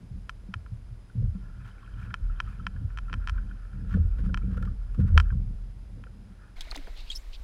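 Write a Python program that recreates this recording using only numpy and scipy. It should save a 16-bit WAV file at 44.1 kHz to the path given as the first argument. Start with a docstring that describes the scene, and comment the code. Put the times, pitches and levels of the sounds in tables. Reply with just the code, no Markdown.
"""Fishing from a kayak

On a calm sea, heard through a waterproof camera case on a pole, the plastic hull booms as the angler
shifts about, the mount slips with sharp ticks, and a fish hauled alongside splashes dully. Near the end
the sound switches to a brighter spot at the waterline, where a pole dips in with plops and squirts."""
import sys
import numpy as np
from scipy import signal
from scipy.fft import rfft, irfft, next_fast_len
from scipy.io import wavfile
from scipy.ndimage import uniform_filter1d

SR = 44100
rng = np.random.default_rng(int(sys.argv[2]) if len(sys.argv) > 2 else 0)


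def store_pcm(level_fs):
    """Save levels as 16-bit WAV."""
    pcm = np.round(np.clip(level_fs, -1, 1) * 32767).astype(np.int16)
    wavfile.write(sys.argv[1], SR, np.atleast_2d(pcm).T)


N = 327663
TIME = np.arange(N) / SR

# Levels in a table compare its rows; the functions may turn a whole layer up or down.
# Tone of the steady hiss: pitch_hz, level_db
HISS_TONE = [(60, -13), (200, -1), (366, -9.5), (867, -16), (1500, -19.5), (2200, -22.5), (4600, -28.5),
             (6500, -32), (9000, -36), (12000, -41), (16000, -50)]
# Thin whines in the hiss: pitch_hz, width_hz, level_db
HISS_WHINES = [(4990, 230, -82.5), (10010, 1000, -82.5)]
# Tone of the open sea: pitch_hz, level_db
SEA_TONE = [(100, 5), (1000, -5.5), (4000, -9.5), (7000, -17), (14000, -22.5), (16000, -30)]
# Tone of water washing round the pole: pitch_hz, level_db
WASH_TONE = [(60, 10.5), (160, -6.5), (550, -13.5), (1200, -15.5), (2200, -5), (3500, -31), (6000, -26),
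             (9000, -30), (16000, -48)]
# Foam fizzing up round the pole: middle_s, half_length_s, level_db
FOAM_SWELLS = [(6.76, 0.0087, -42.5), (6.995, 0.041, -52), (7.115, 0.069, -53), (7.345, 0.023, -49)]
# Water lapping at the hull: time_s, level_db
LAPPING_LEVELS = [(0.0, -74), (1.44, -68.5), (1.66, -63), (2.24, -57.5), (3.03, -67), (3.15, -61.5),
                  (4.52, -63), (4.76, -68), (5.18, -61.5), (5.4, -71), (5.97, -73), (6.55, -69)]
# Water surging round the fish and hull: middle_s, half_length_s, gurgle_db, spray_db
WATER_SURGES = [(1.496, 0.12, -69, -84), (1.673, 0.052, -76, -60), (1.82, 0.1, -67, -65),
                (2.026, 0.064, -62, -52), (2.504, 0.17, -82, -64), (3.233, 0.028, -55, -80),
                (3.376, 0.062, -53, -84), (4.635, 0.12, -67, -83), (6.438, 0.068, -59, -79)]
# Dull plops and taps by the hull: start_s, peak_db, pitch_hz
DULL_PLOPS = [(1.097, -51, 1540), (1.827, -47, 1120), (1.8753, -46, 1530), (2.0233, -46, 1530),
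              (2.106, -41.5, 1630), (2.296, -44, 1340), (2.472, -44, 1260), (2.5956, -42, 1300),
              (2.762, -45.5, 1530), (2.9023, -46.5, 1540), (3.081, -43.5, 1350), (3.378, -39, 1550),
              (3.51, -39, 1530), (3.908, -42.5, 1420), (3.939, -35, 1485), (4.191, -48, 1560),
              (4.293, -46, 1460), (4.543, -44, 1240), (4.575, -39, 1420), (4.6266, -36.5, 1460),
              (4.674, -42.5, 1200), (5.304, -35.5, 1540), (5.323, -45.5, 1170), (6.0663, -46.5, 1450)]
# Water smacking the pole: start_s, level_db, fade_s, pitch_hz
WATER_SLAPS = [(6.6083, -32.5, 0.03, 3650), (6.618, -42, 0.024, 3570), (6.643, -52, .02, 2900),
               (6.7054, -46, 0.018, 4400), (6.7125, -48, 0.014, 6000), (6.7192, -40, 0.033, 1990),
               (6.7472, -36.5, 0.022, 1900), (6.755, -51, 0.04, 3600), (6.763, -37, 0.01, 6400),
               (6.775, -40, 0.031, 2180), (6.871, -46.5, 0.034, 1600), (6.973, -51, 0.053, 2670),
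               (7.005, -51, 0.045, 3960), (7.1, -55, 0.43, 7440), (7.158, -53, 0.11, 11400)]
# Air pockets opening or pinching off: start_s, length_s, level_db, start_hz, middle_hz, end_hz, roughness
AIR_POCKETS = [(6.712, 0.0047, -24, 5000, 4200, 4000, 0.1), (6.716, 0.02, -35.5, 1600, 936, 640, 0.6),
               (6.754, .02, -38, 890, 596, 400, 0.8), (6.761, 0.06, -38.5, 294, 276, 268, 0.24),
               (6.868, 0.045, -47.5, 620, 588, 850, 0.8), (7.101, 0.011, -22.5, 3410, 3240, 3300, 0.06),
               (7.11, 0.026, -32.5, 3490, 3770, 4150, 0.34), (7.149, 0.035, -31, 5730, 5190, 6330, 0.22)]
# The fish splashing (first three rows), then gear brushing the deck: middle_s, half_length_s, level_db
GRITTY_SWELLS = [(1.678, 0.047, -64.5), (2.026, 0.078, -65.5), (2.502, 0.092, -67.5), (3.932, 0.061, -61),
                 (4.196, 0.029, -62.5), (4.257, 0.028, -63), (4.53, .04, -64.5), (4.575, 0.0057, -54),
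                 (4.627, 0.004, -51.5), (4.655, 0.0059, -57.5), (4.95, 0.0091, -60.5),
                 (5.007, 0.026, -61.5), (5.082, 0.015, -58.5), (5.193, 0.036, -54)]
# Tone of those gritty swells: pitch_hz, level_db
GRIT_TONE = [(500, -10.5), (1400, 13.5), (2100, -1), (3100, -4), (4200, -10.5), (8000, -19.5),
             (11000, -21.5), (15000, -28.5)]
# Gear scuffing the deck: middle_s, half_length_s, level_db
DECK_SCUFFS = [(3.955, .04, -46), (4.21, 0.039, -53), (4.295, 0.024, -43.5), (4.58, 0.019, -44.5),
               (4.64, 0.035, -52), (5.05, 0.11, -61), (5.175, 0.037, -47.5), (6.02, 0.15, -62.5)]
# Notes the camera case rings at: pitch_hz, width_hz, level_db
CASE_NOTES = [(680, 160, -25), (1030, 130, -8), (1370, 210, 0), (1720, 280, -6), (2340, 180, -15),
              (2540, 270, -11), (3110, 270, -9), (4040, 600, -29), (4460, 250, -30), (5300, 520, -22),
              (5850, 280, -25), (6960, 900, -39), (8650, 420, -31), (10500, 3000, -46)]
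# Slips of the mount: start_s, level_db, brightness_hz, snap_db (compared with the tick's peak)
MOUNT_SLIPS = [(0.2944, -21.5, 10000, -22.5), (0.54, -19.5, 4660, -33), (0.6626, -40.5, 1500, -40),
               (2.1414, -18, 5340, -29.5), (2.402, -15, 4960, -32), (2.6672, -16.5, 4420, -30),
               (2.974, -27.5, 6060, -23), (2.9866, -26, 6040, -31), (3.0976, -34.5, 1400, -40),
               (3.129, -22.5, 5000, -27), (3.1395, -22.5, 4970, -28), (3.274, -21.5, 6900, -26),
               (3.286, -28, 6000, -34), (3.2956, -21, 6900, -24), (4.3439, -18, 6900, -43),
               (4.3741, -26, 8000, -23), (5.1771, -4, 4800, -29), (5.2003, -14.5, 6000, -23.5),
               (6.0386, -37, 3500, -40)]
# Notes the hull rings at: pitch_hz, width_hz, level_db
HULL_NOTES = [(40.54, 34, -2), (77.7, 13, 3.5), (112, 25.3, -2), (188.3, 28.8, -6), (265, 64, -22.5),
              (485, 140, -19.5)]
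# How hard the boat rocks the pole: time_s, level_db
ROCKING_LEVELS = [(0.0, -53), (0.2, -41.5), (0.44, -45.5), (0.95, -42), (1.09, -52), (1.22, -33.5),
                  (1.81, -48), (1.95, -37), (2.17, -43.5), (2.24, -29.5), (2.55, -39.5), (3.39, -30),
                  (3.63, -39.5), (4.1, -26), (5.05, -33), (5.14, -20.5), (5.86, -41.5), (6.55, -51.5)]
# The angler shifting his weight: start_s, hold_s, boom_db, shuffle_db
WEIGHT_SHIFTS = [(0.005, 0.049, -44.5, -46.5), (0.142, 0.035, -41, -44), (1.187, 0.055, -22.5, -35),
                 (1.336, .14, -45.5, -48), (1.566, .12, -40.5, -54), (1.956, .17, -37, -47.5),
                 (2.44, 0.1, -39, -48.5), (2.597, 0.091, -38.5, -42.5), (2.758, 0.095, -32.5, -46.5),
                 (3.129, 0.021, -33, -40), (3.37, 0.16, -44, -46.5), (3.751, .15, -36, -41),
                 (3.948, 0.03, -20.5, -29.5), (4.206, 0.13, -32.5, -34), (4.44, 0.25, -30.5, -35.5),
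                 (4.999, 0.044, -18, -30.5), (5.076, 0.12, -24, -38.5), (5.324, .07, -26, -42),
                 (5.425, .09, -34, -44), (5.925, 0.092, -42.5, -47), (6.147, 0.14, -49, -51.5)]
# Bumps on the hull: start_s, peak_db, pitch_hz (a soft push is low)
HULL_BUMPS = [(0.109, -31.5, 125), (0.134, -33.5, 45.3), (.436, -47, 287), (0.487, -33, 182),
              (0.554, -29, 93), (0.717, -28, 111), (0.91, -34.5, 109), (1.151, -31.5, 186), (1.2, -29, 119),
              (1.212, -26, 44), (1.223, -45, 465), (1.278, -21, 83.6), (1.35, -28.5, 178), (2.214, -26, 42),
              (2.29, -24, 42.3), (2.818, -40, 250), (2.839, -25.5, 87), (3.166, -25.5, 61),
              (3.318, -20, 44.5), (3.938, -17, 88.4), (3.945, -19, 188), (3.984, -14, 77.4),
              (4.045, -22.5, 77.7), (4.264, -26.5, 188), (4.29, -19.5, 42.6), (4.48, -27.5, 190),
              (4.574, -37.5, 484), (4.989, -15.5, 120), (4.991, -25.5, 280), (5.126, -12, 66.4),
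              (5.153, -13.5, 66), (5.351, -21.5, 130), (5.965, -43.5, 190), (5.975, -45, 292),
              (6.099, -43, 127), (6.299, -44, 192)]


def from_db(db):
    """Turn decibels into a gain."""
    return 10 ** (np.asarray(db) / 20)


def rms_one(x):
    """Scale a sound so its average strength (rms) is 1."""
    return x / np.sqrt(np.mean(x ** 2) + 1e-20)


def noise(length=N):
    """Plain white noise."""
    return rng.standard_normal(length)


def add(out, start_s, sound):
    """Mix a sound in at a given time."""
    at = int(start_s * SR)
    out[at:at + len(sound)] += sound[:N - at]


def cut(x, hz, keep, order=2):
    """Keep the "low" or the "high" side of a pitch."""
    sections = signal.butter(order, np.clip(hz, 10, .45 * SR), keep, fs=SR, output="sos")
    return signal.sosfilt(sections, x + 1e-18)


def resonate(x, hz, width_hz):
    """Make a sound ring near one pitch; a narrow width rings longer."""
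    r = np.exp(-np.pi * width_hz / SR)
    poles = [1, -2 * r * np.cos(2 * np.pi * hz / SR), r * r]
    return signal.lfilter(np.array([1, 0, -1]) * (1 - r * r) / 2, poles, x + 1e-18)


def resonate_twice(x, hz, width_hz):
    """Ring twice over, so less gets through away from the pitch."""
    return resonate(resonate(x, hz, width_hz), hz, width_hz)


def smear(x, hz, width_hz):
    """Bending waves near one pitch arrive a little late."""
    r = np.exp(-np.pi * width_hz / SR)
    poles = [1, -2 * r * np.cos(2 * np.pi * hz / SR), r * r]
    return signal.lfilter(poles[::-1], poles, x)


def body(x, notes, size=16384):
    """Send a sound through an object that rings at several notes."""
    bin_hz = np.arange(size // 2 + 1) * SR / size
    gain = sum(from_db(db) / (1 + (2 * (bin_hz - hz) / width) ** 2) for hz, width, db in notes)
    # Minimum phase: the ringing comes after the hit, never before.
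    cepstrum = irfft(np.log(gain)) * (1 + np.sign(size // 2 - np.arange(size)))
    cepstrum[0] /= 2
    ring = irfft(np.exp(rfft(cepstrum)))
    return signal.fftconvolve(x, ring)[:len(x)]


def colour(x, tone):
    """Shape the lows and highs of a steady sound with a tone table."""
    hz, db = np.transpose(tone)
    size = next_fast_len(N)
    log_hz = np.log(np.arange(size // 2 + 1) * SR / size + 1)
    gain = from_db(np.interp(log_hz, np.log(hz), db))
    return rms_one(irfft(rfft(x, size) * gain, size)[:N])


def even(x, span_s):
    """Even out a sound so its strength stays near 1."""
    size = int(span_s * SR) + 1
    power = uniform_filter1d(uniform_filter1d(x * x, size), size)
    return x / np.sqrt(np.abs(power) + 1e-3 * np.mean(x * x))


def curve_db(rows):
    """Join time_s, level_db points with straight lines."""
    return np.interp(TIME, *np.transpose(rows))


def swells(rows):
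    """Smooth rises and falls from rows of middle_s, half_length_s, level_db."""
    return sum(from_db(db) * np.exp(-2 * np.minimum(((TIME - s) / half_s) ** 2, 20))
               for s, half_s, db in rows)


def waver(rate_hz, depth_db):
    """A slow random rise and fall in strength."""
    slow = cut(noise(N + SR), rate_hz, "low")[SR:]
    return from_db(depth_db * rms_one(slow))


def grains(per_s, spread_db):
    """Tiny random hits of uneven size."""
    sizes = from_db(spread_db * np.minimum(rng.exponential(1, N), 4)) * rng.choice([-1, 1], N)
    return rms_one(sizes * (rng.random(N) < per_s / SR))


def bubbles(per_s, low_hz, high_hz, cycles, spread_db):
    """Bubbles form at random; each swells, then fades as its pitch rises."""
    out = np.zeros(N)
    for when, pitch, chance in rng.random((int(per_s * N / SR), 3)):
        hz = low_hz * (high_hz / low_hz) ** pitch
        length = int(cycles * SR / hz)
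        age = np.arange(length) / length
        size = from_db(spread_db * min(-np.log(1 - chance), 3))
        swell = np.minimum(12 * age, 1) * np.exp(-5.5 * age)
        add(out, when * N / SR, size * swell * np.sin(2 * np.pi * cycles * age * (1 + age / 8)))
    return rms_one(out)


def hiss(level_db=-61):
    """An even hiss with two faint high whines."""
    whines = sum(from_db(db) * rms_one(resonate_twice(noise(), hz, width))
                 for hz, width, db in HISS_WHINES)
    return from_db(level_db) * colour(noise(), HISS_TONE) + whines


def waterline(dip_s=6.68, wash_db=-51, rise_db_per_s=10, settle_db_per_s=23, rock_db=-37.5, sea_db=-59.5):
    """The boat rocks and the sea hisses; water washes and fizzes as the pole dips in, then settles."""
    since_dip = TIME - dip_s
    wash_gain = from_db(wash_db + np.minimum(rise_db_per_s * since_dip, -settle_db_per_s * since_dip))
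    fizz_gain = from_db(-8.5) * wash_gain + swells(FOAM_SWELLS)
    rocking = even(cut(resonate(noise(), 22.5, 10), 55, "low", order=4), 0.087)
    drips = bubbles(200, 500, 5000, cycles=22, spread_db=3)
    wash = colour(noise() + .5 * drips, WASH_TONE)
    foam = rms_one(resonate(resonate(noise(), 3740, 1700), 3730, 1600))
    fizz = even(bubbles(330, 2400, 5000, cycles=40, spread_db=2.5) + 1.2 * foam, .04)
    sea = from_db(sea_db) * colour(noise(), SEA_TONE)
    return from_db(rock_db) * rocking + wash_gain * wash + fizz_gain * fizz + sea


def muffled_water(still_db=-73.5):
    """Gurgles and falling spray round the fish and hull, heard through the ringing case."""
    lap_power = np.maximum(from_db(curve_db(LAPPING_LEVELS)) ** 2 - from_db(still_db) ** 2, 0)
    lapping = from_db(2) * np.sqrt(lap_power) * waver(11, depth_db=3)
    gurgle_gain = lapping + swells([(s, half_s, db) for s, half_s, db, _ in WATER_SURGES])
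    spray_gain = from_db(-10) * lapping + swells([(s, half_s, db) for s, half_s, _, db in WATER_SURGES])
    churn = rms_one(resonate(noise(), 1470, 350))
    bubbling = bubbles(260, 950, 1670, cycles=29, spread_db=2.2)
    gurgle = rms_one(cut(body(bubbling + from_db(2) * churn, CASE_NOTES), 1100, "high"))
    drips = bubbles(140, 2000, 4400, cycles=45, spread_db=3.5)
    spray = rms_one(cut(body(drips + from_db(-0.5) * noise(), CASE_NOTES), 1200, "high", order=4))
    return from_db(-3.5) * gurgle_gain * gurgle + from_db(-7) * spray_gain * spray


def plops(fade_s=0.027, width_share=0.064):
    """A blob of water or a soft tap sets the case ringing near one pitch."""
    out, t = np.zeros(N), TIME[:SR // 10]
    for start_s, db, hz in DULL_PLOPS:
        patter = from_db(-60 * t / fade_s) * noise(len(t))
        plop = body(resonate(patter, hz, width_share * hz), CASE_NOTES)
        add(out, start_s, from_db(db) * plop / np.abs(plop).max())
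    return out


def slaps(width_share=0.15):
    """Water smacks the pole in bursts of spatter that die quickly."""
    out, t = np.zeros(N), TIME[:SR // 8]
    for start_s, db, fade_s, hz in WATER_SLAPS:
        spatter = even(resonate(noise(len(t)), hz, width_share * hz), 0.0045)
        add(out, start_s, from_db(db - 60 * t / fade_s) * spatter)
    return out


def air_pockets(overtone_db=-19, flutter_hz=500, fade_db=14, ramp_share=0.27):
    """A pocket of air sings at a pitch that follows its size; its torn rim makes the tone flutter."""
    out = np.zeros(N)
    for start_s, length_s, db, start_hz, middle_hz, end_hz, roughness in AIR_POCKETS:
        age = np.linspace(0, 1, int(length_s * SR))
        hz = np.polyval(np.polyfit([0, .5, 1], [start_hz, middle_hz, end_hz], 2), age)
        rate_hz = min(flutter_hz, middle_hz / 4)
        flutter, wobble = (rms_one(cut(noise(SR // 4), rate_hz, "low"))[-len(age):] for _ in range(2))
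        phase = 2 * np.pi * np.cumsum(hz) / SR + 2 * roughness * wobble
        tone = np.sin(phase) + from_db(overtone_db) * np.sin(2 * phase)
        swell = np.minimum(np.minimum(age, 1 - age) / ramp_share, 1) * from_db(db - fade_db * age)
        add(out, start_s, swell * (1 + roughness * flutter) * tone)
    return out


def gritty_swells():
    """Short gritty swells: the fish splashing, then gear brushing the deck."""
    return from_db(8) * swells(GRITTY_SWELLS) * colour(grains(1300, spread_db=2.2), GRIT_TONE)


def scuffs():
    """Gear dragged over the deck knocks on the hull's highest note."""
    knocks = cut(body(grains(130, spread_db=14), HULL_NOTES), 420, "high", order=6)
    return from_db(0.5) * swells(DECK_SCUFFS) * even(knocks, 0.046)


def mount_ticks(creep_s=.003, creep_db=-42, echo_s=.00292, echo_share=0.06,
                rattle_db=-48, rattle_fade_s=0.07, snap_fade_s=0.034):
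    """The mount creeps, snaps, rings the case, echoes along the pole and leaves a faint rattle."""
    out, snap_at = np.zeros(N), int(creep_s * SR)
    t = TIME[:SR // 10] - snap_at / SR
    for start_s, db, bright_hz, snap_db in MOUNT_SLIPS:
        slip = from_db(np.where(t < 0, creep_db, rattle_db - 60 * t / rattle_fade_s)) * noise(len(t))
        slip[snap_at] += 1
        slip[snap_at + int(echo_s * SR)] += echo_share
        ringing = body(cut(cut(slip, bright_hz, "low"), 680, "high", order=4), CASE_NOTES)
        tick = smear(smear(ringing, 2550, 790), 5690, 670)
        crack = cut(resonate(noise(len(t)), 4900, 3500), 11000, "low")
        snap = (t >= 0) * from_db(snap_db - 60 * np.abs(t) / snap_fade_s) * crack
        add(out, start_s - creep_s, from_db(db) * (tick / np.abs(tick).max() + snap))
    return out


def pole_sway(pitch_hz=41, width_hz=14):
    """The rocking boat makes the pole nod at its own low note."""
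    gain = from_db(curve_db(ROCKING_LEVELS)) * waver(20, depth_db=1.5)
    return gain * even(resonate_twice(noise(), pitch_hz, width_hz), 0.044)


def hull_rumble(gentle_db=-37.5, follow_share=.4, rise_s=0.037, fade_db_per_s=219.5):
    """The hull murmurs as it rocks, and booms and shuffles when the angler shifts his weight."""
    murmur = from_db(follow_share * (curve_db(ROCKING_LEVELS) - gentle_db))
    boom_gain, shuffle_gain = from_db(-46) * murmur, from_db(-57.5) * murmur
    for start_s, hold_s, boom_db, shuffle_db in WEIGHT_SHIFTS:
        rise = np.clip((TIME - start_s) / rise_s + 1, 0, 1)  # full strength at start_s
        push = rise * from_db(-fade_db_per_s * np.clip(TIME - start_s - hold_s, 0, 1))
        boom_gain = np.maximum(boom_gain, from_db(boom_db) * push)
        shuffle_gain = np.maximum(shuffle_gain, from_db(shuffle_db) * push)
    drone = body(noise(), HULL_NOTES)
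    boom = even(cut(cut(drone, 79, "high", order=4), 137, "low", order=4), 0.058)
    patter = body(grains(500, spread_db=4.6), HULL_NOTES)
    shuffle = even(cut(cut(patter, 157, "high", order=6), 255, "low", order=3), 0.042)
    return from_db(-2.5) * boom_gain * boom + from_db(-3) * shuffle_gain * shuffle


def hull_bumps(width_share=0.56):
    """A knee or elbow pushes once, and the hull booms on."""
    out, hit = np.zeros(N), signal.unit_impulse(SR // 3)
    for start_s, db, hz in HULL_BUMPS:
        push = resonate_twice(hit, hz, width_share * hz)
        boom = body(cut(push, hz / 2, "high"), HULL_NOTES)
        add(out, start_s, from_db(db) * boom / np.abs(boom).max())
    return out


def scene(switch_s=6.562, blend_s=0.016):
    """Listen from the case on the pole, then from the waterline, in one channel."""
    boat = pole_sway() + hull_rumble() + scuffs() + hull_bumps() + mount_ticks()
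    on_pole = boat + plops() + muffled_water() + gritty_swells() + hiss()
    near_water = waterline() + slaps() + air_pockets()
    switched = np.clip((TIME - switch_s) / blend_s + .5, 0, 1)
    return ((1 - switched) * on_pole + switched * near_water)[None]


def record(dry, top_hz=15900):
    """Cut off the very highest treble steeply."""
    return signal.sosfilt(signal.ellip(10, .1, 80, top_hz, fs=SR, output="sos"), dry)


dry = scene()
out = record(dry)
store_pcm(out)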